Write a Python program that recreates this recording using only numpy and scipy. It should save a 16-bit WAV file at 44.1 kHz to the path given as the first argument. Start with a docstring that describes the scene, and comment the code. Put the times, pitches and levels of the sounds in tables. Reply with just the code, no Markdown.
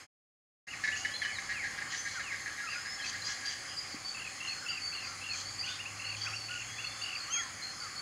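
"""A waterbird chatters among resting shags in a harbour: pulses ring its throat, hoarser as it tires.
Other birds whistle, trill, chip, peep, mew and squeal in gliding tones, or rasp in bands of noise,
and the quay scatters their calls back. Water and distant traffic make a steady wash, three dull
knocks sound, and a far motor hums up in pitch and sinks again.
The sound is mono; it fades out just after the start and comes back about half a second later."""
import sys
import numpy as np
from scipy import signal
from scipy.fft import rfft, irfft, next_fast_len
from scipy.io import wavfile
from scipy.ndimage import uniform_filter1d, map_coordinates

SR = 44100
rng = np.random.default_rng(int(sys.argv[2]) if len(sys.argv) > 2 else 0)


def master_out(mix):
    """Clip the mix to full scale and print it as 16-bit PCM to the path in sys.argv[1]."""
    frames = np.transpose(np.atleast_2d(mix))
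    ceiling = np.clip(frames, -1, 1)
    pcm = np.round(ceiling * 32767).astype(np.int16)
    wavfile.write(sys.argv[1], SR, pcm)


N = 353241


def amp(db):
    """Amplitude ratio of a level in decibels."""
    return 10 ** (np.asarray(db) / 20)


def unit(x):
    """Normalisation to rms 1."""
    return x / np.sqrt(np.mean(x ** 2) + 1e-20)


def along(points, hz):
    """Interpolation of (frequency [Hz], value) points on a logarithmic frequency axis."""
    f, v = np.transpose(points)
    return np.interp(np.log(hz + 1), np.log(f + 1), v)


def curves(rows):
    """Linear interpolation in time: one value per sample for each column after the first."""
    s, *cols = np.transpose(rows)
    return [np.interp(np.arange(N) / SR, s, c) for c in cols]


def progress(length):
    """Normalised time, 0 to 1, over a note of the given length [s]."""
    return np.linspace(0, 1, max(int(length * SR), 2))


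def wobble(rate, size=N):
    """Random modulation: a smooth curve with rate knots a second."""
    knots = rng.standard_normal(int(size * rate / SR) + 4)
    return map_coordinates(knots, [np.arange(size) * rate / SR])


def phase(hz):
    """Phase as the time integral of frequency."""
    return 2 * np.pi * np.cumsum(hz) / SR


def coloured(x, spectrum):
    """Minimum-phase filtering by a (frequency [Hz], gain [dB]) response."""
    size = 4096
    cepstrum = irfft(np.log(amp(along(spectrum, np.fft.rfftfreq(size, 1 / SR)))))
    cepstrum[1:size // 2] *= 2
    cepstrum[size // 2 + 1:] = 0
    return signal.fftconvolve(x, irfft(np.exp(rfft(cepstrum))))[:len(x)]


def rush(spectrum, patchy_db, size=N):
    """Filtered noise of rms 1, modulated in random patches of time and frequency."""
    z = signal.stft(rng.standard_normal(size), nperseg=512)[2]
    patches = uniform_filter1d(rng.standard_normal(z.shape), size=6, axis=0)
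    patches = uniform_filter1d(patches, size=14, axis=1)
    noise = signal.istft(z * amp(patchy_db * unit(patches)), nperseg=512)[1][:size]
    return unit(coloured(noise, spectrum))


def swell(length, edge):
    """Cosine-tapered envelope whose ends take the share edge of its length [s]."""
    return signal.windows.tukey(len(progress(length)), edge)


def add(track, s, sound):
    """Superposition of a sound on the track at time s."""
    start = max(round(s * SR), 0)
    part = track[start:start + len(sound)]
    part += sound[:len(part)]


def echo(x):
    """Reverberation: sound scattered by the quay and the far bank decays exponentially."""
    # decay of the harbour: (frequency [Hz], reverberation time [s])
    decay = [(300, 1), (2500, 0.46), (5000, 0.56), (10000, 0.14)]
    hz, t, z = signal.stft(rng.standard_normal(SR), SR, nperseg=256)
    tail = signal.istft(z * amp(-60 * t / along(decay, hz)[:, None]), SR, nperseg=256)[1]
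    tail = np.pad(tail / np.linalg.norm(tail), (round(.008 * SR), 0))
    return signal.fftconvolve(x, tail)[:N]


def outdoors(x, wet_db):
    """Superposition of the direct and the reverberant sound."""
    return x + amp(wet_db) * echo(x)


def notes(rows, quaver, flutter_db, flutter_rate, edge, octave_db):
    """Tones with random frequency and amplitude modulation, from (time [s], contour [Hz], level [dB])."""
    out = np.zeros(N)
    for s, hz, db in rows:
        size = len(hz)
        angle = phase(hz * (1 + quaver * wobble(flutter_rate, size)))
        tone = np.sin(angle) + amp(octave_db) * np.sin(2 * angle)
        tone *= amp(flutter_db * wobble(flutter_rate, size))
        add(out, s, amp(db) * unit(signal.windows.tukey(size, edge) * tone))
    return out


def traffic():
    """Low-frequency noise of distant traffic, easing slightly."""
    # rumble spectrum: (frequency [Hz], relative density [dB])
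    spectrum = [(15, -78), (27, -40), (45, -2.5), (65, -7.5), (97, 0.5), (145, -3), (205, -6.5), (295, -5),
                (435, -11), (560, -5), (640, -12), (785, 0), (920, -13), (1300, -24), (2200, -100)]
    # easing of the rumble: (time [s], level [dB])
    easing = [(1.6, -54.5), (2.3, -56.5)]
    db, = curves(easing)
    return amp(db + 0.34 * wobble(5.7)) * rush(spectrum, patchy_db=0.44)


def wash():
    """Broadband noise of water and air, nearly steady in level."""
    # wash spectrum: (frequency [Hz], relative density [dB])
    spectrum = [(700, -31), (950, -11), (1100, -0.5), (1350, -2), (1700, -1), (2150, 1.5), (2600, -8),
                (2950, -8.5), (3350, -7), (3750, -17.5), (4250, -2), (5200, -3.5), (5730, -14),
                (6250, -2.5), (6800, -1), (8100, -15), (9800, -14.5), (12400, -30), (13400, -31.5),
                (14500, -32.5), (15600, -36)]
    return amp(-45.0 + 0.26 * wobble(3.38)) * rush(spectrum, patchy_db=1.8)


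def chatter():
    """Source and filter: pulses ring the throat; the tiring voice turns lower, hoarser, more blurred."""
    # bursts of voice: (time [s], duration [s])
    bursts = [(.665, .03), (.733, .018), (0.835, 0.029), (0.873, .021), (1.047, 0.016), (1.216, .019),
              (1.247, 0.018), (1.384, 0.013), (1.486, 0.053), (1.63, 0.055), (1.774, 0.025), (1.809, 0.023),
              (1.916, 0.044), (2.045, 0.043), (2.192, 0.026), (2.312, 0.041), (2.45, 0.044), (2.568, .061),
              (2.702, 0.073), (2.835, 0.069), (2.974, 0.085), (3.107, 0.082), (3.246, .1), (3.399, 0.12)]
    # throat resonances: (frequency [Hz], gain [dB])
    formants = [(900, -31), (1450, -32), (1720, 0), (1950, -4), (2180, -6), (2500, -21), (3400, -34),
                (4000, -19), (4600, -26.5), (6500, -27), (9000, -55), (14000, -80)]
    # vocal effort: (time [s], level [dB])
    effort = [(.73, -42), (.84, -31), (1.05, -30.5), (1.45, -37), (1.8, -40), (2.45, -40), (2.7, -45.5),
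              (3.4, -47.5)]
    # more effort, faster pulses: (level [dB], pulse rate [Hz])
    pulse_rates = [(-40, 207), (-30.5, 219)]
    # fatigue of the bird: (time [s], tiredness [0-1])
    fatigue = [(1, 0), (3.4, 0.97)]
    formant_sag = 0.042  # share by which the resonances sink at full tiredness
    harmonics = np.arange(6, 33)[:, None]
    direct, scattered = np.zeros(N), np.zeros(N)
    for s, length in bursts:
        db = np.interp(s, *np.transpose(effort))
        rate_hz = np.interp(db, *np.transpose(pulse_rates))
        tired = np.interp(s, *np.transpose(fatigue))
        noise_share = np.interp(tired, [0, 1], [0.07, 0.62])
        wet_db = np.interp(tired, [0, 1], [-6.5, -1])
        throat = [(hz * (1 - formant_sag * tired), gain_db) for hz, gain_db in formants]
        envelope = swell(length, edge=0.25 + noise_share)  # tired bursts start and end more softly
        size = len(envelope)
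        angle = phase(rate_hz * (1 + 0.014 * wobble(155, size)))
        smear = 2 * np.pi * rng.random(harmonics.shape)  # distance smears the pulses into an even buzz
        gains = amp(along(throat, harmonics * rate_hz))
        buzz = np.sum(gains * np.sin(harmonics * angle + smear), axis=0)
        hoarse = coloured(rng.standard_normal(size), throat)
        voice = np.sqrt(1 - noise_share) * unit(buzz) + np.sqrt(noise_share) * unit(hoarse)
        burst = amp(db) * unit(envelope * voice)
        add(direct, s, burst)
        add(scattered, s, amp(wet_db) * burst)
    return direct + echo(scattered)


def trills():
    """Periodic tone pulses, highest and loudest near mid-run, each sliding down more than the last."""
    # runs: (time [s], syllables [count], period [s], top pitch [Hz], syllable arch [Hz], level [dB])
    runs = [(.683, 3, .022, 2900, 350, -42.5), (2.673, 7, 0.014, 2715, 152, -42),
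            (3.04, 2, .017, 2790, 250, -41.5), (4.145, 6, 0.024, 2700, -90, -44),
            (4.403, 6, .023, 2750, -90, -42), (4.662, 6, 0.022, 2774, -90, -40.5),
            (4.924, 6, 0.024, 2736, -94, -45), (5.214, 6, .024, 2725, -88, -43.5),
            (5.993, 7, 0.024, 2854, 400, -42.5), (6.484, 7, 0.022, 2910, 398, -42),
            (7.012, 7, 0.023, 2910, 400, -41)]
    duty, peak_place = 0.744, 0.401  # shares of the period and of the run
    droop_hz, fade_db = 660, 2  # loss per squared share of the run away from the peak
    last_fall_hz, scatter_hz, scatter_db = 354, 30.2, 0.9
    rows = []
    for s, count, period, top_hz, arch_hz, db in runs:
        from_middle = progress(duty * period) - .5
        for k, place in enumerate(np.linspace(0, 1, round(count))):
            away = (place - peak_place) ** 2
            centre_hz = top_hz - droop_hz * away + scatter_hz * rng.standard_normal()
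            fall_hz = last_fall_hz * np.sqrt(place)
            hz = centre_hz - fall_hz * from_middle - arch_hz * (2 * from_middle) ** 2
            syllable_db = db - fade_db * away + scatter_db * rng.standard_normal()
            rows.append((s + k * period, hz, syllable_db))
    direct = notes(rows, quaver=.012, flutter_db=2.5, flutter_rate=170, edge=0.31, octave_db=-31)
    return outdoors(direct, wet_db=-11)


def thumps():
    """Heavily damped transients: dull knocks of low noise that decay exponentially."""
    # soft knocks: (time [s], level [dB])
    knocks = [(0.879, -49), (3.269, -52), (3.94, -43)]
    # their colour: (frequency [Hz], gain [dB])
    spectrum = [(50, -26), (130, -5), (300, 0), (500, -19), (1500, -56), (5000, -90)]
    attack_s, t60_s = 0.0011, 0.11
    envelope, t = np.zeros(N), np.arange(SR // 4) / SR
    for s, db in knocks:
        add(envelope, s, amp(db - 60 * t / t60_s) * (1 - np.exp(-t / attack_s)))
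    return envelope * unit(coloured(rng.standard_normal(N), spectrum))


def chips():
    """Parabolic frequency sweeps: between trills the bird gives two quick upward chips."""
    # pairs of chips: (time [s], onset spacing [s], level [dB])
    pairs = [(0.907, 0.039, -43.5), (5.62, .048, -43), (5.785, 0.065, -43.5), (6.26, .066, -42.5),
             (6.777, 0.055, -43)]
    length_s, start_hz, top_hz = 0.0367, 2200, 2914
    hz = top_hz - (top_hz - start_hz) * (1 - progress(length_s)) ** 2
    rows = [(s + after, hz, db) for s, spacing, db in pairs for after in (0, spacing)]
    direct = notes(rows, quaver=0.014, flutter_db=4.0, flutter_rate=140, edge=0.47, octave_db=-28)
    return outdoors(direct, wet_db=-9.0)


def rasps():
    """Amplitude-modulated noise: hissing calls with an irregular flutter, some bright, some dull."""
    # toneless calls: (time [s], duration [s], level [dB], spectral tilt [dB/octave])
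    calls = [(0.946, .084, -46, 6), (1.894, .1, -44, 1), (2.059, 0.13, -47.5, 2), (3.038, 0.076, -42.5, 1),
             (3.238, 0.097, -41.5, 1), (3.446, 0.1, -43.5, -0.5), (3.67, .09, -52, -18),
             (5.322, .11, -43, 4), (5.641, 0.14, -46.5, -9), (6.158, 0.11, -46.5, -3)]
    # their colour before the tilt: (frequency [Hz], gain [dB])
    spectrum = [(1500, -55), (2700, -7.5), (3300, 3.5), (3750, -11), (4200, 3), (4800, 0), (5700, -3),
                (6400, 3), (7300, -9.5), (10000, -41)]
    pivot_hz, growth_db = 4500, 2.5
    direct = np.zeros(N)
    for s, length, db, tilt in calls:
        envelope = amp(db + growth_db * (progress(length) - .5)) * swell(length, edge=0.32)
        tilted = [(hz, gain_db + tilt * np.log2(hz / pivot_hz)) for hz, gain_db in spectrum]
        hiss = rush(tilted, patchy_db=3, size=len(envelope))
        flutter = amp(1.4 * wobble(266, len(envelope)))
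        add(direct, s, envelope * unit(hiss * flutter))
    return outdoors(direct, wet_db=-7.5)


def peeps():
    """Exponential glides: thin, far peeps scoop up to their pitch and reverberate over the water."""
    # quavering peeps: (time [s], duration [s], held pitch [Hz], level [dB])
    calls = [(0.959, 0.04, 6630, -49), (1.136, 0.037, 4267, -41), (1.23, .045, 3010, -44.5),
             (1.971, 0.043, 6230, -42.5), (3.018, 0.028, 4250, -47), (3.051, .05, 4700, -45),
             (3.214, .019, 4310, -44), (3.234, 0.057, 4860, -41.5), (3.447, 0.054, 4800, -40.5),
             (3.762, 0.044, 4860, -40), (3.91, .05, 4680, -50), (4.037, 0.086, 4600, -42.5),
             (4.47, 0.063, 4360, -40.5), (4.681, .04, 4740, -41), (4.8, .12, 4565, -41.5),
             (4.925, 0.071, 4320, -46), (5.017, 0.1, 4750, -50), (5.288, 0.056, 4410, -41.5),
             (5.45, 0.054, 4665, -45), (5.579, .051, 4680, -40), (5.629, 0.075, 4570, -49),
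             (6.04, 0.079, 4430, -44.5), (6.209, 0.046, 4680, -39.5), (6.357, .037, 4700, -42.5),
             (6.399, 0.087, 4540, -48), (6.828, 0.061, 4380, -44), (7.012, 0.038, 4684, -42.5),
             (7.146, 0.037, 4690, -42.5), (7.187, 0.079, 4420, -47.5), (7.613, 0.078, 4270, -44),
             (7.794, .057, 4650, -46), (7.952, 0.059, 4520, -44.5)]
    flat_share, scoop_s = 0.0496, 0.01556
    rows = [(s, hz * (1 - flat_share * np.exp(-length * progress(length) / scoop_s)), db)
            for s, length, hz, db in calls]
    direct = notes(rows, quaver=0.0139, flutter_db=3.0, flutter_rate=186.5, edge=0.48, octave_db=-34)
    return outdoors(direct, wet_db=-4.5)


def whistles():
    """Frequency glides of nearly pure tones: some swell as they fall, others climb and level off."""
    # falling slurs: (time [s], duration [s], starting pitch [Hz], mid-note level [dB])
    falls = [(1.195, 0.052, 3470, -49), (1.266, 0.11, 2650, -49), (1.306, 0.082, 4750, -50.5),
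             (1.518, 0.15, 2960, -44), (2.22, 0.12, 3040, -46.5), (2.977, 0.053, 3450, -51),
             (7.2, 0.079, 3350, -59), (7.296, 0.14, 2920, -45.3), (7.791, .1, 2350, -58)]
    # rising slurs: (time [s], duration [s], pitch approached [Hz], level [dB])
    rises = [(.995, 0.12, 3170, -49), (1.108, 0.075, 3700, -51.5), (2.671, 0.19, 5260, -50.5),
             (2.84, 0.135, 5560, -46.5), (3.658, 0.14, 5390, -51), (4.552, .135, 5520, -54),
             (5.672, 0.085, 3920, -50), (6.19, 0.21, 5710, -54.5), (6.61, 0.48, 3490, -56)]
    fall_s, fall_bend, growth_db = .19, 1.5, 13
    flat_share, rise_s = .14, .095
    rows = []
    for s, length, top_hz, db in falls:
        hz = top_hz * np.exp(-(length * progress(length) / fall_s) ** fall_bend)
        rows.append((s, hz, db + growth_db * (progress(length) - .5)))
    for s, length, top_hz, db in rises:
        hz = top_hz * (1 - flat_share * np.exp(-length * progress(length) / rise_s))
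        rows.append((s, hz, db))
    direct = notes(rows, quaver=0.006, flutter_db=2.0, flutter_rate=99.6, edge=0.44, octave_db=-35)
    return outdoors(direct, wet_db=-8.0)


def mews():
    """Arched frequency glides with a weak second harmonic: far, gull-like mews, most sliding down."""
    # mews: (time [s], duration [s], mid-note pitch [Hz], glide [Hz], level [dB])
    calls = [(2.151, .053, 1465, -400, -42.5), (2.63, 0.07, 1340, -230, -45.5),
             (2.75, 0.047, 1446, 0, -44.5), (4.603, 0.073, 1540, -340, -49),
             (4.695, 0.038, 1400, -270, -49), (5.067, .095, 1370, -63, -53), (5.66, 0.083, 1503, 0, -49.5),
             (6.254, 0.049, 1400, -500, -47), (6.488, .096, 1450, 0, -47.5), (7.28, 0.047, 1315, 302, -49),
             (7.354, 0.065, 1400, -60, -45), (7.412, 0.082, 1050, -100, -55),
             (7.802, .09, 1350, -340, -50.5)]
    arch_hz = 45
    rows = []
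    for s, length, hz, glide_hz, db in calls:
        from_middle = progress(length) - .5
        rows.append((s, hz + glide_hz * from_middle - arch_hz * (2 * from_middle) ** 2, db))
    direct = notes(rows, quaver=0.0065, flutter_db=2.5, flutter_rate=115, edge=0.31, octave_db=-22)
    return outdoors(direct, wet_db=-13.5)


def motor():
    """Frequency follows rotation speed: the hum of a far motor rises, then sinks."""
    # course of the hum: (time [s], frequency [Hz], level [dB])
    course = [(4.6, 92, -71), (4.95, 93.9, -62), (5.4, 97.4, -57.5), (5.8, 101, -60.5), (6.1, 104.1, -53.5),
              (6.4, 108.7, -54), (6.7, 113.7, -58), (6.95, 110.5, -60), (7.25, 98.7, -69)]
    hz, db = curves(course)
    envelope = amp(db + 1.1 * wobble(11))
    angle = phase(hz * (1 + 0.0048 * wobble(8.5)))
    return envelope * np.sqrt(2) * np.sin(angle)


def squeal():
    """Two harmonics of a near, rising note; the octave mostly outweighs the fundamental."""
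    # course of the note: (time [s], pitch [Hz], fundamental level [dB], octave over fundamental [dB])
    course = [(7.29, 2850, -60, 0), (7.31, 3050, -46.5, 2), (7.335, 3220, -44.5, 9),
              (7.355, 3250, -39.5, 7), (7.38, 3232, -40.5, 5.5), (7.405, 3350, -39.5, -4),
              (7.42, 3270, -46, 5), (7.435, 3150, -64, 19)]
    hz, db, octave_db = curves(course)
    angle = phase(hz * (1 + 0.00395 * wobble(200)))
    t = np.arange(N) / SR
    sounding = (t > course[0][0]) & (t < course[-1][0])
    tone = np.sqrt(2) * (np.sin(angle) + amp(octave_db) * np.sin(2 * angle))
    return outdoors(sounding * amp(db + wobble(120)) * tone, wet_db=-13.5)


def scene():
    """Superposition of all sources, the same in both ears."""
    birds = chatter() + whistles() + mews() + peeps() + trills() + chips() + squeal() + rasps()
    mono = birds + thumps() + traffic() + wash() + motor()
    return np.array([mono, mono])


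def record(dry):
    """Time-varying gain and band limiting: a fader closes briefly, and the top treble is cut."""
    # fade out and back in: (time [s], gain [ratio])
    fader = [(0, .5), (.035, .35), (.068, 0), (.668, 0), (.677, .42), (.72, .75), (.82, 1)]
    cutoff_hz = 15800
    gain, = curves(fader)
    size = next_fast_len(N + SR // 2)
    passband = np.fft.rfftfreq(size, 1 / SR) < cutoff_hz
    return irfft(rfft(dry * gain, size) * passband, size)[:, :N]


dry = scene()
out = record(dry)
master_out(out)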